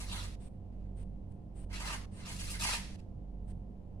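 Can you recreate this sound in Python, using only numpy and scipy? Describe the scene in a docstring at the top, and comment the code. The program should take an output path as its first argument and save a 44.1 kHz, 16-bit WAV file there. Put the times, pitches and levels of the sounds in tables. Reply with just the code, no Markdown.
"""A small hard room with a cat cage, where litter is scraped and rustled in three bouts.
Each stroke drags a mass of grains: a gritty hiss with a hollow ring, now and then a rasp.
Thin high squeaks come in between. Two motors hum and beat slowly over a low rumble;
a noise suppressor ducks the room hiss whenever the treble is quiet."""
import sys
import numpy as np
from scipy import signal
from scipy.fft import rfft, irfft
from scipy.io import wavfile
from scipy.ndimage import uniform_filter1d

SR = 44100
rng = np.random.default_rng(int(sys.argv[2]) if len(sys.argv) > 2 else 0)


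def generate_wav(sig):
    """Save sig (samples, or channels by samples) to the path in sys.argv[1] as 16-bit PCM at SR."""
    pcm = np.round(np.clip(np.atleast_2d(sig).T, -1, 1) * 32767).astype(np.int16)
    wavfile.write(sys.argv[1], SR, pcm)


N = 176400
FREQS, TIME = np.fft.rfftfreq(N, 1 / SR), np.arange(N) / SR


def amp(db):
    """Decibels to gain."""
    return 10 ** (db / 20)


def unit(x):
    """Scales to rms 1."""
    return x / np.sqrt(np.mean(x ** 2) + 1e-20)


def curve(points, hz=FREQS):
    """Joins breakpoints along a log-frequency axis."""
    point_hz, value = np.transpose(points)
    return np.interp(np.log(hz + 1), np.log(point_hz + 1), value)


def colour(x, gain):
    """EQ by a gain per frequency, scaled to rms 1."""
    return unit(irfft(rfft(x) * gain, N))


def peak(hz, width_hz):
    """The bell curve of a resonance."""
    return 1 / (1 + ((FREQS - hz) / (.75 * width_hz)) ** 2)


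def drift(step_s):
    """A random modulator that glides to a new value every step, at rms 1."""
    knots = rng.standard_normal(N // 16)
    return unit(np.interp(TIME / step_s, np.arange(len(knots)), knots))


def envelope(start, length, attack, release_s=.021):
    """Linear attack, hold, and a quick exponential release once the length is up."""
    t = TIME - start
    return np.clip(t / attack, 0, 1) * np.exp(-np.clip((t - length) / release_s, 0, 20))


def grains(per_s=14000, spread_db=2, flutter_db=1.08):
    """Litter grains slip in dense tiny clicks, uneven in size and fluttering in level."""
    size_db = spread_db * np.minimum(rng.exponential(1, N), 5) + flutter_db * drift(step_s=.0086)
    polarity = rng.choice([-1, 1], N)
    return amp(size_db) * polarity * (rng.random(N) < per_s / SR)


def scraping():
    """Each stroke drags grains: a wide hiss, a hollow ring as it presses down, a rasp if it catches."""
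    # scrape strokes (start [s], length [s], attack [s], level [dB], ring re hiss [dB], tilt [dB/octave])
    strokes = [(-.04, 0.066, .02, -47.5, -7.5, 3), (0.035, 0.22, 0.083, -50.5, -7.5, 1.5),
               (0.115, 0.074, .01, -59, 4.5, 8), (0.276, 0.074, .01, -65.5, -17, 0),
               (0.72, 0.014, 0.0035, -65, -25, -4), (0.762, 0.11, .045, -69, -20, -4),
               (1.685, 0.037, 0.025, -54.5, -6, -2.5), (1.727, 0.061, .004, -47.5, -9.5, -0.9),
               (1.795, 0.061, .006, -48, 0, 1), (1.844, 0.1, 0.031, -43, -2, 0.7),
               (2.13, 0.13, 0.081, -57, -6.5, -1.5), (2.245, .075, 0.042, -47, -8, 1.4),
               (2.324, 0.061, .01, -53, -12, 5), (2.387, 0.13, .012, -46.5, -15, 2.5),
               (2.498, 0.011, .006, -46, -26, 10), (2.525, 0.035, .015, -48, -15, -2),
               (2.586, 0.039, .025, -38, -10.5, 3.5), (2.628, 0.12, .012, -35.5, -7, 1),
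               (2.818, .19, .02, -63.5, -15, -1.5), (3.888, .01, 0.0033, -71, -6, -7)]
    # friction spectrum of the grains (frequency [Hz], relative level [dB])
    grit_eq = [(200, -16.5), (500, -17.5), (900, -15), (2000, 2.5), (3000, -0.5), (4500, -1), (7000, -5.5),
               (9000, -7), (10600, -6.5), (12000, -20), (15500, -28)]
    # hollow resonances under the scraping (centre [Hz], width [Hz], relative level [dB])
    hollows = [(690, 160, -5.5), (960, 200, -0.5), (1240, 240, 1.5), (1850, 350, -1)]
    # narrow rasps (start [s], length [s], relative level [dB], centre [Hz], width [Hz])
    rasps = [(.09, .1, -48, 3650, 750), (.06, .045, -57, 4500, 800), (1.724, .016, -48, 2600, 1400),
             (2.53, .045, -54, 1750, 500)]
    slips, catches = grains(), grains()
    ring = colour(grains(), sum(amp(db) * peak(hz, width) for hz, width, db in hollows))
    grit_db, octaves = curve(grit_eq), np.log2((FREQS + 1) / 4000)
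    out = np.zeros(N)
    for start, length, attack, db, ring_db, tilt in strokes:
        hiss = colour(slips, amp(grit_db + tilt * octaves))
        out += amp(db) * envelope(start, length, attack) * (hiss + amp(ring_db) * ring)
    for start, length, db, hz, width in rasps:
        rasp = colour(catches, peak(hz, width))
        out += amp(db + .5) * envelope(start, length, attack=.028) * rasp
    return out


def room(x, tail_db, early_db=3.5, early_t60_s=.049, bloom_s=.024):
    """Hard walls return close reflections and a diffuse tail, different at each microphone."""
    # reverb decay (frequency [Hz], T60 [s])
    decay = [(300, 0.51), (2000, 0.47), (5000, 0.56), (10000, 0.45), (15000, 0.36)]
    size = 24576
    t = TIME[:size]
    early, tail = rng.standard_normal((2, 2, size))
    early *= (rng.random((2, size)) < .2) * 1000 ** (-t / early_t60_s)
    hz, frame_s, bands = signal.stft(tail * np.minimum(t / bloom_s, 1), SR, nperseg=256)
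    bands *= 1000 ** (-frame_s / curve(decay, hz)[:, None])
    tail = signal.istft(bands, SR, nperseg=256)[1][:, :size]
    response = (amp(early_db) * unit(early) + amp(tail_db) * unit(tail)) / np.sqrt(size)
    response[0, 0] += 1
    response[1, rng.integers(12)] += 1  # the direct sound can land a touch later on the right
    return signal.fftconvolve(x[None], unit(response) / np.sqrt(size), axes=1)[:, :N]


def moving_in_room(x, tail_db, positions=4, move_s=.03):
    """A moving source crossfades round several positions, each with its own reflections."""
    out = np.zeros((2, N))
    for k in range(positions):
        away = (TIME / move_s - k + 1) % positions - 1
        fade = np.cos(np.pi / 2 * np.minimum(abs(away), 1))
        out += room(x * fade, tail_db)
    return out


def motors(in_step_s=.15, trim_db=-1.94, wander_hz=.49):
    """Two motors at close speeds throb together under weaker, wavering hum lines."""
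    # the beating pair (pitch [Hz], relative level [dB])
    pair = [(46.22, -46), (47.44, -47.5)]
    # weaker hum lines (pitch [Hz], level [dB])
    lines = [(62.3, -54.5), (92.4, -53.5), (94.6, -56.5), (100, -64.5), (142.2, -61.5), (187.5, -59),
             (194.4, -59.5), (237, -67.5), (247.5, -68.5), (300, -67), (522, -74), (709, -74), (872, -81),
             (997, -87), (1045, -86)]
    hum = sum(amp(db + trim_db) * np.cos(2 * np.pi * hz * (TIME - in_step_s)) for hz, db in pair)
    for hz, db in lines:
        cycles = np.cumsum(hz + wander_hz * drift(step_s=.27)) / SR + rng.random()
        hum += amp(db) * np.cos(2 * np.pi * cycles)
    return np.sqrt(2) * hum


def room_tone(level_db=-48):
    """A steady bed: centred low rumble thinning into wide hiss."""
    # rumble and hiss spectrum (frequency [Hz], relative level [dB])
    bed_eq = [(8, 5), (27, -2.5), (45, -11), (65, -6), (95, -2.5), (150, -7), (190, -4), (270, -14),
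              (450, -18), (780, -25), (1100, -35.5), (1600, -38), (2500, -37.5), (2900, -36), (3400, -40.5),
              (5500, -45.5), (10000, -51), (15500, -58)]
    # likeness of left and right (frequency [Hz], correlation [0-1])
    correlation = [(50, 0.99), (130, 1), (260, 0.3), (600, 0.5), (1200, 0), (4000, 0.04)]
    left, other = rfft(rng.standard_normal((2, N)))
    same = curve(correlation)
    right = same * left + np.sqrt(1 - same ** 2) * other
    return amp(level_db) * unit(irfft(np.array([left, right]) * amp(curve(bed_eq)), N))


def squeaking(quaver_hz=105.7, skirt_below_hz=640, skirt_db=-6):
    """Thin quavering whistles, each with a hissy skirt centred just below its pitch."""
    # squeak cues (start [s], length [s], level [dB], pitch [Hz])
    squeaks = [(0.376, 0.083, -65, 8920), (0.937, 0.086, -69, 8800), (1.273, 0.047, -69.5, 9040),
               (1.531, 0.079, -64, 8860), (2.103, 0.086, -64.5, 8720), (3.445, 0.061, -67.5, 9050)]
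    out, quaver = np.zeros(N), quaver_hz * drift(step_s=.0015)
    for start, length, db, hz in squeaks:
        whistle = np.sqrt(2) * np.sin(2 * np.pi * np.cumsum(hz + quaver) / SR)
        skirt = colour(rng.standard_normal(N), peak(hz - skirt_below_hz, width_hz=1300) ** 2)
        out += amp(db) * envelope(start, length, attack=.036) * (whistle + amp(skirt_db) * skirt)
    return out


def scene():
    """Scrapes and squeaks in the room, over hum and rumble."""
    litter = moving_in_room(scraping(), tail_db=-4.5)
    return litter + motors() + room_tone() + room(squeaking(), tail_db=-3)


def noise_suppressor(x, key_hz=(7030, 10200), threshold_db=-73, opening_s=.0099):
    """A treble-keyed gate: ducks the hiss at once below the threshold, and fades it back in above."""
    # gate depth (frequency [Hz], cut [dB])
    depth = [(700, 1), (1100, 4), (1600, 10.5), (3000, 13.5), (9000, 12), (15000, 11.5)]
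    hz, _, bands = signal.stft(x, SR, nperseg=512, noverlap=384)
    in_key = (hz > key_hz[0]) & (hz < key_hz[1])
    key_power = (abs(bands[:, in_key]) ** 2).sum(1).mean(0)
    key_db = 10 * np.log10(uniform_filter1d(key_power, size=7) + 1e-14)
    shut = (key_db < threshold_db).astype(float)
    lag = np.exp(-128 / SR / opening_s)  # frames are 128 samples apart
    shut = np.maximum(shut, signal.lfilter([1 - lag], [1, -lag], shut))
    gain = amp(-curve(depth, hz)[:, None] * shut)
    return signal.istft(bands * gain, SR, nperseg=512, noverlap=384)[1][:, :N]


def record(dry, high_cut_hz=15720):
    """Microphone colour, then the noise suppressor and a steep high cut."""
    # microphone balance (frequency [Hz], left minus right [dB])
    balance = [(120, -4), (260, -1.5), (500, -1.5), (1500, -2), (3500, -2), (6000, 1), (7900, 3.5),
               (9000, 4.5), (10200, -17.5), (12000, -2), (14000, 0)]
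    ratio = amp(curve(balance))
    mic_gains = np.array([ratio, np.ones_like(ratio)]) * np.sqrt(2 / (1 + ratio ** 2))
    gated = noise_suppressor(irfft(rfft(dry) * mic_gains, N))
    high_cut = signal.firwin(511, high_cut_hz, window=("kaiser", 9), fs=SR)
    return signal.oaconvolve(gated, high_cut[None], "same")


dry = scene()
out = record(dry)
generate_wav(out)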